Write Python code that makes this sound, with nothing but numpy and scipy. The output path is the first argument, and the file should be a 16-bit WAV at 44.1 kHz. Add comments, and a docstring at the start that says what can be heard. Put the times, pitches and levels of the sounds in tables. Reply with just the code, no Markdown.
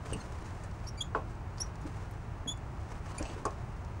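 """A hand rocks a brake caliper (the clamp that holds the pads) beside a bare wheel hub under a car.
First a pad scrapes, and dry metal sticks and slips in short rising squeaks, with soft bumps.
After about a second the caliper knocks against a stop. Scattered squeaks and bumps follow,
then more scrapes and a second knock near 3.5 s. All along, grit ticks and a sleeve rubs on and off,
and the wheel arch rings briefly over a low outdoor rumble."""
import sys
import numpy as np
from scipy import signal
from scipy.fft import rfft, irfft
from scipy.io import wavfile

SR = 44100
rng = np.random.default_rng(int(sys.argv[2]) if len(sys.argv) > 2 else 0)


def generate_wav(sig):
    """Save sig (samples, or channels by samples) to the path in sys.argv[1] as 16-bit PCM at SR."""
    pcm = np.round(np.clip(np.atleast_2d(sig).T, -1, 1) * 32767).astype(np.int16)
    wavfile.write(sys.argv[1], SR, pcm)


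N = 176400


def squeaks():
    """Dry metal sticks and slips so fast that it sings; the pitch rises as the part speeds up."""
    # start_s, length_s, pitch_hz, rise (share of pitch), roughness (0-1), harmonics 1 to 4 (each in dB)
    squeak_events = [ (0.1305, 0.0055, 2820, 0.025, 0.77, -28.5, -48, -27, -56),
                     (0.135, 0.013, 2660, 0.019, .8, -44.5, -69, -64, -76),
                     (0.198, 0.021, 2100, 0.012, 0.3, -63, -53, -56, -63),
                     (0.861, 0.014, 2260, 0.017, .3, -60, -55, -71, -80),
                     (0.866, 0.03, 5340, 0.053, 0.77, -46, -53, -85, -90),
                     (0.971, 0.029, 2294, 0.027, 0.3, -56, -52, -57, -63),
                     (1.005, 0.011, 3292, 0.011, 0.25, -26, -36, -43.5, -57),
                     (1.015, 0.0077, 3405, 0.021, 0.53, -32.5, -33.5, -37, -49),
                     (1.599, 0.017, 5440, 0.0037, 0.32, -34.5, -31, -70, -90),
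                     (1.612, 0.012, 5720, 0.017, 0.35, -29, -51, -75, -90),
                     (1.812, 0.0082, 3350, .02, .3, -75, -57, -57, -80),
                     (2.473, 0.0306, 3306, 0.0324, 0.13, -33.5, -40, -46, -62),
                     (2.497, 0.031, 3458, 0.0043, 0.14, -43.5, -44, -54, -64),
                     (3.18, 0.0039, 2300, 0.011, 0.5, -33.5, -34.5, -29, -26),
                     (3.184, 0.013, 2414, .01, 0.65, -42.5, -59, -52, -46),
                     (3.45, 0.0099, 4390, .01, 0.5, -56, -43.5, -75, -88), ]
    attack_s, release_s = 0.0096, 0.0098
    out, t = np.zeros(N), np.arange(N // 32) / SR
    for start, length, hz, rise, rough, *harmonics_db in squeak_events:
        speed = 1 - (1 - np.minimum(t / length, 1)) ** 1.37
        pitch = hz * (1 + rise * speed) * (1 + 0.045 * rough * wander(len(t), hz=900))
        phase = 2 * np.pi * np.cumsum(pitch) / SR
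        tone = sum(gain(db) * np.sin(k * phase)
                   for k, db in enumerate(harmonics_db, 1) if k * hz < SR / 2)
        hiss = tone.std() * rough * gain(-10) * band_noise(len(t), hz=6500, width=2.3)
        flutter = gain(2.5 * rough * wander(len(t), hz=240))
        envelope = np.minimum(t / attack_s, 1) * np.clip((length - t) / release_s + .5, 0, 1)
        add(out, start, envelope * (tone * flutter + hiss))
    return out


def knocks():
    """The caliper clacks on a stop, rings, rattles nearby parts and drops back with a duller blow."""
    # Hits: start_s, level_db, clack_hz, clack_db, brightness_hz, rebound_delay_s, rebound_db
    hits = [(1.1487, -23, 1400, 3.5, 1780, .018, -23), (3.4528, -25, 1040, 4.5, 1620, 0.0166, -8)]
    # The notes the caliper rings with: pitch_hz, level_db, fade_s (time to fall 60 dB)
    caliper_notes = [(329.5, -14.5, 0.18), (453.6, -8, .13), (656, -17.5, 0.097), (848, -6, 0.08),
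                     (1020, -45, 0.028), (1076, -11, 0.17), (1133, 0, 0.042), (1356, -7.5, 0.047),
                     (1500, -1.5, 0.019), (2520, -20, 0.12), (2900, -17, 0.07)]
    # Tone of the rattling parts: frequency_hz, relative_db
    rattle_shape = [(100, -24), (300, 10.5), (600, 12.5), (1200, 6), (1600, -14), (2200, -5), (4000, -3),
                    (9000, 14), (15000, -7)]
    contact_s, build_cycles = .0006, 4.3
    out, t = np.zeros(N), np.arange(N // 10) / SR
    push = np.sin(np.pi / 2 * np.minimum(t / contact_s, 1)) ** 2
    for start, db, clack_hz, clack_db, brightness_hz, delay, rebound_db in hits:
        ring = sum(fade(t, note_db, fade_s) * sine(t, hz) * np.minimum(t * hz / build_cycles, 1)
                   for hz, note_db, fade_s in caliper_notes)
        rattle = colour(rng.standard_normal(len(t)), rattle_shape) * fade(t, db=0.5, fade_s=0.18)
        clack = sine(t, clack_hz) * fade(t, clack_db, fade_s=0.014)
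        add(out, start, gain(db) * soften(push * (rattle + ring + clack), brightness_hz))
        add(out, start + delay, gain(db + rebound_db) * soften(push * ring, hz=800))
    return out


def bumps():
    """The loose caliper thuds softly in its rubber boots as the slack runs out."""
    # Thuds: start_s, level_db, pitch_hz, fade_s
    thuds = [(0.1238, -21.5, 320, 0.015), (.134, -40, 280, 0.17), (0.156, -37, 211, 0.098),
             (1.853, -39.5, 296, .16), (2.460, -35, 267, 0.11), (3.1997, -37.5, 595, 0.099),
             (3.207, -31.5, 295, 0.11), (3.295, -42, 334, 0.19), (3.363, -45, 380, 0.16)]
    attack_s = 0.0013
    out, t = np.zeros(N), np.arange(N // 10) / SR
    for start, db, hz, fade_s in thuds:
        body = gain(-2) * sine(t, hz) + gain(-4) * band_noise(len(t), hz, width=1.03)
        add(out, start, body * np.minimum(t / attack_s, 1) * fade(t, db, fade_s))
    return out


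def ticks():
    """Rust and grit snap between the sliding faces."""
    # Snaps: start_s, level_db, pitch_hz, fade_s
    snaps = [(0.636, -53.5, 7250, 0.047), (0.7136, -54, 5560, 0.0075), (1.352, -60, 7000, 0.011),
             (1.575, -58, 5000, 0.015), (1.582, -51.5, 4900, 0.041), (1.7561, -51, 5560, 0.011),
             (2.111, -52, 13000, .035), (2.574, -54, 7800, 0.019), (3.2264, -41, 6000, .018),
             (3.262, -49, 4500, 0.011), (3.298, -53, 2740, .06), (3.317, -59, 2640, 0.045),
             (3.453, -39, 6100, 0.037), (3.5064, -49.5, 5300, 0.015), (3.849, -55.5, 5750, 0.011)]
    out, t = np.zeros(N), np.arange(N // 32) / SR
    for start, db, hz, fade_s in snaps:
        add(out, start, band_noise(len(t), hz, width=0.55) * fade(t, db, fade_s))
    return out


def rubbing():
    """A sleeve and hand slide: a fluttering hiss full of tiny catches."""
    # How loud the rubbing is: time_s, level_db
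    rub_levels = [(0, -61), (.09, -50), (.15, -57), (.185, -46), (.225, -49.5), (.27, -56.5), (.42, -55.5),
                  (.62, -56), (.7, -58.5), (.85, -59.5), (1.1, -87), (1.3, -58), (1.42, -86), (1.55, -64.5),
                  (1.61, -49), (1.72, -72.5), (1.88, -53.5), (2.1, -60), (2.35, -74), (2.8, -63),
                  (2.91, -58), (3.03, -61.5), (3.1, -51.5), (3.19, -55.5), (3.25, -52.5), (3.33, -52),
                  (3.39, -53), (3.44, -62), (3.6, -63), (3.75, -64), (4, -65)]
    # Tone of the rubbing: frequency_hz, relative_db
    rub_shape = [(100, 15), (300, 7), (1000, 9), (1600, 3.5), (2500, -2.5), (3500, -8.5), (6500, -7),
                 (9500, -13.5), (11500, -15), (13500, -17), (16000, -23)]
    catches_per_s = 1100
    catches = (rng.random(N) < catches_per_s / SR) * rng.standard_normal(N)
    catches *= gain(2 * np.minimum(rng.exponential(size=N), 5))  # a few stand out
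    hiss = colour(rng.standard_normal(N) + gain(-3) * unit(catches), rub_shape)
    level_db = np.interp(np.arange(N) / SR, *np.array(rub_levels).T)
    return hiss * gain(level_db + 3 * wander(N, hz=37.7))


def scrapes():
    """The pad slides along its rusty bracket, catching unevenly and ringing without a clear note."""
    # Slides: start_s, length_s, level_db
    slides = [(0.069, 0.14, -58), (3.067, 0.068, -58.5), (3.198, .16, -52.5)]
    # Where the pad rings: centre_hz, width (share of centre), relative_db
    pad_bands = [(700, 0.39, 3.5), (2740, 0.21, -1), (4530, 0.17, -8), (6270, .12, -7), (7920, 0.092, -9)]
    out, t = np.zeros(N), np.arange(N // 8) / SR
    for start, length, db in slides:
        body = unit(sum(gain(band_db) * band_noise(len(t), hz, width)
                        for hz, width, band_db in pad_bands))
        stroke = np.sin(np.pi * np.minimum(t / length, 1))
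        add(out, start, body * stroke * gain(db + 3.5 * wander(len(t), hz=180)))
    return out


def wheel_arch(x):
    """Sound bounces off the wheel arch and floor: two close echoes and a short, softened tail."""
    # Echoes: delay_s, level_db
    echoes = [(.0043, -22), (.0091, -15.5)]
    build_s = 0.0033
    t = np.arange(N // 10) / SR
    tail = rng.standard_normal(len(t)) * fade(t, db=0, fade_s=0.14) * np.minimum(t / build_s, 1)
    response = gain(-10.5) * soften(tail / np.linalg.norm(tail), hz=8900)
    response[0] += 1  # the direct sound
    for delay, db in echoes:
        response[int(delay * SR)] += gain(db)
    return signal.fftconvolve(x, response)[:N]


def dull(x):
    """Turn down the treble above 10 kHz, with a dip near 12 kHz."""
    # Treble curve: frequency_hz, gain_db
    treble = [(9500, 1.5), (10600, -5.5), (11800, -15.5), (13300, -5), (16000, -21)]
    curve_db = np.interp(np.fft.rfftfreq(N, 1 / SR), *np.array(treble).T)
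    return irfft(rfft(x) * gain(curve_db), N)


def background():
    """Low outdoor rumble and air, with a wavering hum."""
    # Tone of the outdoor air: frequency_hz, relative_db
    air_shape = [(15, -45), (25, -5), (93, -1.5), (142, -9.5), (167, -13), (231, -18.5), (264, -20),
                 (301, -21), (326, -18), (462, -23.5), (501, -26.5), (573, -23), (952, -22), (1210, -25.5),
                 (2630, -38), (3440, -46), (6370, -48.5), (9770, -55), (11500, -73.5), (13100, -62.5),
                 (15000, -70.5)]
    # Notes of the hum: pitch_hz, level_db
    hum_notes = [(87, -53.5), (113, -52), (159, -58)]
    out = colour(rng.standard_normal(N), air_shape) * gain(-41 + 0.15 * wander(N, hz=1.7))
    for hz, db in hum_notes:
        level = gain(db + 2.4 * wander(N, hz=6))
        pitch = hz * (1 + 0.0461 * wander(N, hz=11.13))
        out += level * np.sin(2 * np.pi * np.cumsum(pitch) / SR)
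    return out


def whine():
    """Electronics give off a faint, steady, very high whine."""
    # Notes of the whine: pitch_hz, level_db
    whine_notes = [(12931, -105), (15703, -88), (15735, -98)]
    return sum(np.sqrt(2) * gain(db) * sine(np.arange(N) / SR, hz) for hz, db in whine_notes)


def gain(db):
    """Turn decibels into a multiplier."""
    return 10 ** (np.asarray(db) / 20)


def fade(t, db, fade_s):
    """A level that starts at db and falls 60 dB in fade_s seconds."""
    return gain(db - 60 * t / fade_s)


def sine(t, hz):
    """A pure tone."""
    return np.sin(2 * np.pi * hz * t)


def unit(x):
    """Scale to an average (rms) level of 1."""
    return x / np.sqrt(np.mean(x ** 2))


def add(out, start, x):
    """Mix a sound in at a time in seconds."""
    i = int(start * SR)
    out[i:i + len(x)] += x[:N - i]


def colour(x, points):
    """Shape a sound's tone by (frequency_hz, relative_db) points, at level 1."""
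    hz, db = np.array(points, float).T
    f = np.maximum(np.fft.rfftfreq(len(x), 1 / SR), 1)
    return unit(irfft(rfft(x) * gain(np.interp(np.log(f), np.log(hz), db)), len(x)))


def band_noise(size, hz, width):
    """Noise around one pitch; width is a share of that pitch."""
    f = np.maximum(np.fft.rfftfreq(size, 1 / SR), 1)
    return unit(irfft(rfft(rng.standard_normal(size)) / (1 + ((f / hz - hz / f) / width) ** 2), size))


def wander(size, hz):
    """A smooth random wobble, up to about hz times a second."""
    f = np.fft.rfftfreq(size, 1 / SR)
    return unit(irfft(rfft(rng.standard_normal(size)) * (f > 0) / (1 + (f / hz) ** 4), size))


def soften(x, hz):
    """Muffle everything above hz."""
    return signal.lfilter(*signal.butter(3, hz, fs=SR), x)


def scene():
    """The brake parts in the wheel arch, over the background."""
    brake = squeaks() + knocks() + bumps() + ticks() + rubbing() + scrapes()
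    return (dull(wheel_arch(brake)) + background())[None]


def record(dry):
    """Add the whine and cut the very highest treble."""
    top_hz = 15800
    return signal.sosfilt(signal.ellip(10, .2, 70, top_hz, fs=SR, output="sos"), dry + whine())


dry = scene()
out = record(dry)
generate_wav(out)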